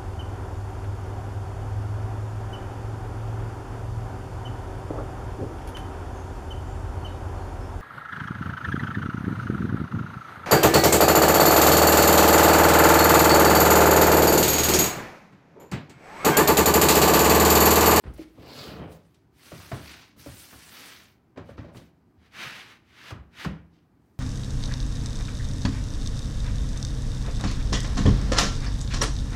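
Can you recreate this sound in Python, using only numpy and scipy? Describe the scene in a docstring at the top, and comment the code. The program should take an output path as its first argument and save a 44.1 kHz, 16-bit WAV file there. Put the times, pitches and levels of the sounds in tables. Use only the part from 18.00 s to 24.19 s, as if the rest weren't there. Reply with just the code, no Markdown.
"""A small entrance hall with a wooden floor, where someone walks barefoot and shuffles into a stance.
Skin rubs close to the microphone at first; soles brush and slide on the boards, and each footfall
slaps, knocks and sets the floor booming. Loose boards sound under the weight, skin ticks as it peels
away. Two slides end in a planted heel, the second a firm stamp. Behind it all is the house's still air."""
import sys
import numpy as np
from scipy import signal
from scipy.io import wavfile
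from scipy.ndimage import uniform_filter1d

SR = 44100
rng = np.random.default_rng(int(sys.argv[2]) if len(sys.argv) > 2 else 0)


def transcribe(signal):
    """Save signal, clipped to [-1, 1], as a 16-bit WAV file at the path in sys.argv[1]."""
    frames = np.atleast_2d(signal).T
    limited = np.clip(frames, -1, 1)
    pcm = np.round(limited * 32767).astype(np.int16)
    wavfile.write(sys.argv[1], SR, pcm)


N = 272979
TIME = np.arange(N) / SR
EDGES = 31 * 2 ** (np.arange(28) / 3)   # third octaves, Hz
CENTRES = np.sqrt(EDGES[1:] * EDGES[:-1])
BANK = [signal.butter(2, pair, "band", fs=SR, output="sos") for pair in zip(EDGES, EDGES[1:])]
SPEED_POWER, SWEEP_POWER = 1.72, 2.73   # rubbing grows louder as a power of its speed

# The ring of the hall. Each row: frequency in Hz, seconds to die away by 60 dB.
HALL_T60 = [(60, 0.61), (150, 0.41), (600, 0.47), (2200, 0.4), (4000, 0.31), (6000, 0.27), (11000, 0.21)]
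# A foot sweeps in ever faster and stops on its heel. Each row: landing in seconds, levels of thud,
# knock, slap and sweep in dB, the sweep's swell and hold in seconds.
HEEL_PLANTS = [(5.106, -47.5, -44.5, -42.5, -44, 0.37, 0.0033),
               (5.446, -33.5, -40.5, -35.5, -41, 0.13, 0.037)]


def from_db(db):
    """Decibels to gain."""
    return 10 ** (np.asarray(db) / 20)


def unit_rms(x):
    """Scale to rms 1."""
    return x / np.sqrt(np.mean(x ** 2) + 1e-20)


def at_hz(points, hz):
    """Read a table on a log-frequency axis."""
    f, value = np.transpose(points)
    return np.interp(np.log(hz), np.log(f), value)


def add(out, s, sound):
    """Mix a sound in at a given second."""
    start = max(round(s * SR), 0)
    out[start:start + len(sound)] += sound[:N - start]


def drift(rate_hz):
    """A smooth random wander with spread 1."""
    hop = 40
    pole = np.exp(-2 * np.pi * hop * rate_hz / SR)
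    white = rng.standard_normal(N // hop + 2002)
    slow = signal.lfilter([1], [1, -2 * pole, pole * pole], white)[2000:]
    return np.interp(np.arange(N) / hop, np.arange(len(slow)), unit_rms(slow))


def shares(spectrum):
    """Rms of each third octave for a sound of rms 1; steep skirts beyond the table's ends."""
    octaves_beyond = np.abs(np.log2(CENTRES / np.clip(CENTRES, spectrum[0][0], spectrum[-1][0])))
    share = from_db(at_hz(spectrum, CENTRES) - 36 * octaves_beyond) * np.sqrt(CENTRES)
    return share / np.linalg.norm(share)


def friction(spectrum, grain_db, patchy_db):
    """Countless tiny uneven slips, coloured band by band as the contact patch changes; rms 1."""
    slips = rng.standard_normal((2, N)) * from_db(grain_db * np.clip(drift(120), -2, 2))
    out = np.zeros(N)
    for k, share in enumerate(shares(spectrum)):
        if share > 1e-3:
            band = unit_rms(signal.sosfilt(BANK[k], slips[k % 2]))
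            out += share * band * from_db(patchy_db * drift(14.2))
    return unit_rms(out)


def stroke(start_s, swell_s, hold_s, fade_s, power):
    """Gain of one rubbing movement: the speed ramps up, holds and ramps down to rest."""
    speeding_up = (TIME - start_s) / swell_s
    slowing = 1 - (TIME - start_s - swell_s - hold_s) / fade_s
    return np.clip(np.minimum(speeding_up, slowing), 0, 1) ** power


def strokes(rows, power):
    """Gain of several movements, whose energies add."""
    return np.sqrt(sum((from_db(db) * stroke(*shape, power)) ** 2 for *shape, db in rows))


def burst(spectrum, rise_s, direct_t60, hall_db):
    """A blow's short direct sound, then the hall dying away band by band; rms near 1 for the first 30 ms."""
    t = TIME[:SR * 3 // 4]
    white, out = rng.standard_normal((2, len(t) + SR // 8)), 0
    for k, share in enumerate(shares(spectrum)):
        if share > 1e-3:
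            ring = from_db(hall_db - 60 * t / at_hz(HALL_T60, CENTRES[k]))
            shape = (from_db(-60 * t / direct_t60) + ring) * (1 - np.exp(-t / rise_s))
            band = signal.sosfilt(BANK[k], white[k % 2])[-len(t):] * shape
            onset_scale = np.sqrt(np.mean(shape ** 2) / np.mean(shape[:SR // 33] ** 2))
            out += share * unit_rms(band) * onset_scale
    return out


def mode(hz, swell_s, t60, sag=0):
    """A resonance that swells under a soft push and rings out; its pitch falls by sag (share per s)."""
    t = TIME[:SR]
    tone = np.sin(2 * np.pi * hz * t * (1 - sag * t / 2))
    return tone * (1 - np.exp(-(t / swell_s) ** 2)) * from_db(-60 * t / t60)


def hall(x, wet_db):
    """Direct sound plus dense reflections from the bare walls."""
    t = TIME[:SR // 2]
    white = rng.standard_normal((2, len(t))) * (t > .004)
    tail = sum(signal.sosfilt(BANK[k], white[k % 2]) * from_db(-60 * t / at_hz(HALL_T60, hz))
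               for k, hz in enumerate(CENTRES))
    return x + from_db(wet_db) * signal.fftconvolve(x, tail / np.linalg.norm(tail))[:N]


def still_air():
    """The room tone of the house: a faint, low noise that barely wavers."""
    # The air's spectrum. Each row: frequency in Hz, relative density in dB.
    air_spectrum = [(18, -51), (30, -73), (48, -3.5), (98, 5), (138, 0.5), (295, -0.5), (384, -5),
                    (499, -21), (684, -14), (760, -13.5), (2290, -27.5), (3310, -35.5), (4300, -33.5),
                    (8080, -42), (16000, -41)]
    return from_db(-61.5) * friction(air_spectrum, grain_db=.6, patchy_db=.7)


def brushing():
    """A lightly loaded sole hisses over the boards; more pressure adds a lower rasp."""
    # Passes of a sole. Each row: start, swell, hold and fade in seconds, rasp and hiss levels in dB.
    brushes = [(0, 0.004, .95, 0.45, -72, -76), (0.103, 0.12, 0.0037, 0.036, -53.5, -64),
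               (0.871, 0.051, .004, .1, -68, -62), (1.305, 0.17, 0.37, 0.28, -53.5, -56.5),
               (1.777, 0.12, 0.0081, 0.3, -47.5, -62), (2.151, 0.052, 0.67, 0.33, -55.5, -54.5),
               (2.35, 0.05, .005, 0.095, -79, -48.5), (2.608, 0.17, 0.051, 0.38, -47.5, -59),
               (3.405, 0.083, 0.016, .11, -64, -73), (3.564, 0.01, 0.014, 0.24, -62.5, -81),
               (3.71, 0.057, 0.0036, 0.17, -60, -64), (5.688, 0.053, .015, 0.16, -72, -102),
               (5.904, 0.16, 0.14, .1, -93, -84)]
    # Spectra of the rasp and the hiss. Each row: frequency in Hz, relative density in dB.
    rasp_spectrum = [(150, 1.5), (300, 2), (520, -5), (800, -2.5), (1400, 0.5), (2300, 1.5), (3300, -1.5),
                     (4800, -2.5), (6500, -10), (9000, -37), (14000, -35)]
    hiss_spectrum = [(2500, -5), (5000, 3.5), (7500, 1), (10000, 5), (12300, -2.5), (15500, 3.5)]
    rasp_gain = strokes([(*shape, rasp_db) for *shape, rasp_db, _ in brushes], SPEED_POWER)
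    hiss_gain = strokes([(*shape, hiss_db) for *shape, _, hiss_db in brushes], SPEED_POWER)
    rasp = rasp_gain * friction(rasp_spectrum, grain_db=2.5, patchy_db=0.8)
    hiss = hiss_gain * friction(hiss_spectrum, grain_db=0.7, patchy_db=2.5)
    return hall(rasp, wet_db=-9) + hiss


def footfalls():
    """Skin slaps first, the board knocks, and the body's weight booms in the floor a moment later."""
    # Soft steps. Each row: landing in seconds, levels of thud, knock and slap in dB.
    steps = [(0.037, -45.5, -47, -53.5), (0.063, -46.5, -47.5, -53), (0.374, -51, -48.5, -71),
             (0.67, -46.5, -47, -50), (0.726, -45, -49.5, -58), (0.791, -40.5, -41.5, -51.5),
             (1.518, -44, -46, -50), (1.6, -67, -75, -51), (1.715, -35.5, -37.5, -40),
             (2.161, -55, -59.5, -70), (2.26, -46, -47, -52.5), (2.526, -55.5, -52.5, -53),
             (3.36, -45.5, -52.5, -59), (3.372, -55, -40, -48.5), (3.489, -50, -55, -55),
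             (3.578, -42.5, -45.5, -49.5), (3.644, -54, -49.5, -59.5), (3.684, -56, -54, -61.5),
             (3.745, -48, -46.5, -55)]
    # Spectra of a footfall's three parts. Each row: frequency in Hz, relative density in dB.
    slap_spectrum = [(450, 0.5), (800, 0), (1250, 4), (2000, -3), (3200, -9.5), (5500, -16), (9000, -24.5),
                     (15000, -20)]
    knock_spectrum = [(140, -47), (230, 1), (310, -5.5), (420, -8.5), (580, -15), (760, -17), (1200, -25.5)]
    thud_spectrum = [(35, -62), (60, 9.5), (110, 7.5), (190, -2.5), (260, -4.5), (420, -31)]
    # The floor's low modes. Each row: frequency in Hz, relative level in dB, seconds to fall 60 dB.
    floor_modes = [(71.8, 0, 0.61), (103, -4.5, 0.4), (126.4, 8.5, 0.25), (165.9, 0, 0.8),
                   (192.6, 2, 0.064), (241, -59, 0.44), (295, -1.5, 0.38)]
    # The attack and the slap's decay in seconds, then the hall's answer to the slap in dB.
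    soft_sole, planted_heel = (0.0016, 0.099, 4), (0.00077, 0.054, -7)
    landings = [(*row, *soft_sole) for row in steps] + [(*row[:4], *planted_heel) for row in HEEL_PLANTS]
    out = np.zeros(N)
    for s, thud_db, knock_db, slap_db, attack_s, contact_s, hall_db in landings:
        slap = burst(slap_spectrum, rise_s=attack_s, direct_t60=contact_s, hall_db=hall_db)
        # the softer the sole lands, the duller its slap
        dull = signal.butter(2, 7 / attack_s, fs=SR)
        knock = burst(knock_spectrum, rise_s=attack_s, direct_t60=0.12, hall_db=3.5)
        thud = burst(thud_spectrum, rise_s=0.0095, direct_t60=0.32, hall_db=-10)
        # each spot on the floor favours other modes
        boom = sum((-1) ** k * from_db(db + rng.normal(0, 1.3)) * mode(hz, swell_s=0.015, t60=t60)
                   for k, (hz, db, t60) in enumerate(floor_modes))
        add(out, s, from_db(slap_db) * signal.lfilter(*dull, slap))
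        add(out, s, from_db(knock_db) * knock)
        add(out, s + 0.003, from_db(thud_db) * thud)
        add(out, s + 0.0043, from_db(thud_db - 4) * boom)
    return out


def loose_boards():
    """Single boards give a short hollow note under load, roughened by rubbing on their neighbours."""
    # Board notes. Each row: start in seconds, pitch in Hz, level in dB, cycles to fall 60 dB.
    boards = [(0.063, 61.6, -21, 9.7), (0.183, 600, -39, 43), (0.19, 323, -32.5, 73),
              (1.518, 600, -30.5, 17.6), (1.717, 670, -26, 27), (2.261, 567, -35, 25),
              (2.266, 289, -33, 32), (3.376, 580, -31, 21), (3.491, 546, -29, 13), (3.582, 278, -34, 18),
              (3.645, 603, -34.5, 20), (3.684, 520, -44.5, 22), (3.716, 598, -40.5, 19),
              (3.813, 516, -37.5, 10.3), (4.169, 81, -45, 15), (4.46, 144, -34, 13), (5.116, 102, -21, 6.5),
              (5.185, 67.6, -36.5, 17.5), (5.457, 154.3, -16, 13.3), (5.455, 203, -25.5, 28)]
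    out = np.zeros(N)
    for s, hz, db, cycles in boards:
        add(out, s, from_db(db) * mode(hz, swell_s=0.95 / hz, t60=cycles / hz, sag=.6))
    roughness = from_db(3 * np.clip(drift(220), -1.7, 1.7))
    return hall(out * roughness, wet_db=-10)


def skin_ticks():
    """Small soft snaps as skin peels off a surface, each a broad hump of noise."""
    # Skin sticking and letting go. Each row: start in seconds, level in dB, centre in Hz.
    ticks = [(0.136, -64, 11000), (0.1745, -64.5, 11000), (0.206, -72, 4000), (0.922, -63, 3780),
             (1.143, -68.5, 3400), (1.91, -52.5, 4030), (3.373, -58.5, 2300), (3.768, -55.5, 3000)]
    out = np.zeros(N)
    for s, db, hz in ticks:
        hump = [(hz / 4, -14), (hz / 2, -3), (hz, 0), (hz * 3, -12)]
        add(out, s, from_db(db) * burst(hump, rise_s=0.0025, direct_t60=0.042, hall_db=-10))
    return out


def judder(per_s, t60, steady):
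    """Stick and slip: uneven jerks that swell and die quickly, on top of a steady drag; rms 1."""
    times = np.cumsum(rng.uniform(.35, 1.65, size=1200)) / per_s
    onsets = (times[times < (N - 1) / SR] * SR).astype(int)
    jerks = np.zeros(N)
    jerks[onsets] = from_db(rng.normal(0, 1.5, len(onsets)))
    dying = signal.lfilter([1], [1, -from_db(-60 / (t60 * SR))], jerks)
    # soft skin rounds the start of each jerk
    rounded = uniform_filter1d(uniform_filter1d(dying, size=70), size=70)
    return unit_rms(steady + rounded)


def close_rub():
    """Skin drags on skin close to the microphone: a smooth hiss, then a juddering rumble as it grips."""
    # Spectra of the rumble and the hiss. Each row: frequency in Hz, relative density in dB.
    rumble_spectrum = [(29, -46), (50, -15), (98, -15), (128, 4.5), (155, -12), (297, -4.5), (341, -13.5),
                       (456, -6.5), (889, -18.5), (3000, -30.5), (3900, -54), (6600, -120)]
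    hiss_spectrum = [(500, -25), (1300, 7), (1800, -4), (2450, 5.5), (3300, 3), (4300, 7), (5500, -8),
                     (7500, -6.5), (9500, -28), (12300, 0), (15500, -15)]
    start_s, catch_s, tighten_s, grip_db_per_s = 0.32, 0.12, 0.51, 21
    grip = judder(per_s=75, t60=.04, steady=.5)
    load = from_db(-51.5 + grip_db_per_s * np.clip(TIME - start_s, 0, tighten_s))
    contact = stroke(start_s, swell_s=catch_s, hold_s=tighten_s - catch_s, fade_s=0.18, power=1.32)
    glide = from_db(-45) * stroke(start_s, swell_s=0.29, hold_s=0.016, fade_s=0.25, power=1.84)
    rumble = load * contact * grip * friction(rumble_spectrum, grain_db=0.5, patchy_db=1.7)
    hiss = glide * friction(hiss_spectrum, grain_db=1.5, patchy_db=2.3)
    return hall(rumble + hiss, wet_db=-8)


def sliding():
    """A loaded sole is pushed across the floor or sweeps in to land, and the hall carries the swish on."""
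    # Outward shoves of the sole. Each row: start, swell, hold and fade in seconds, level in dB.
    shoves = [(4.14, .12, 0.0044, 0.082, -63), (4.295, .12, 0.033, 0.2, -37.5),
              (4.45, 0.11, 0.032, 0.17, -44), (4.64, 0.055, 0.011, 0.12, -50.5)]
    # The swish's spectrum. Each row: frequency in Hz, relative density in dB.
    swish_spectrum = [(80, -7), (200, -2), (400, -8), (800, -7.5), (1250, -0.5), (1950, 1.5), (2700, -1),
                      (3500, -4.5), (5500, -11.5), (7200, -20.5), (10000, -21.5), (12500, -26.5),
                      (15500, -27)]
    stop_s = 0.036   # the landing ends the sweep
    sweeps = [(landing_s - hold_s - swell_s, swell_s, hold_s, stop_s, db)
              for landing_s, *_, db, swell_s, hold_s in HEEL_PLANTS]
    gain = strokes(shoves, SPEED_POWER) + strokes(sweeps, SWEEP_POWER)
    return hall(gain * friction(swish_spectrum, grain_db=1.0, patchy_db=0.3), wet_db=-11.5)


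def scene():
    """Feet and skin over the steady quiet of the house, in mono."""
    mix = still_air() + brushing() + footfalls() + loose_boards() + skin_ticks() + close_rub() + sliding()
    return mix[None]


def record(dry):
    """The small microphone loses the deepest bass; the top is cut steeply."""
    low_cut_hz, high_cut_hz = 32, 15900
    thin = signal.sosfilt(signal.butter(2, low_cut_hz, "high", fs=SR, output="sos"), dry)
    return signal.sosfilt(signal.ellip(12, .1, 70, high_cut_hz, fs=SR, output="sos"), thin)


dry = scene()
out = record(dry)
transcribe(out)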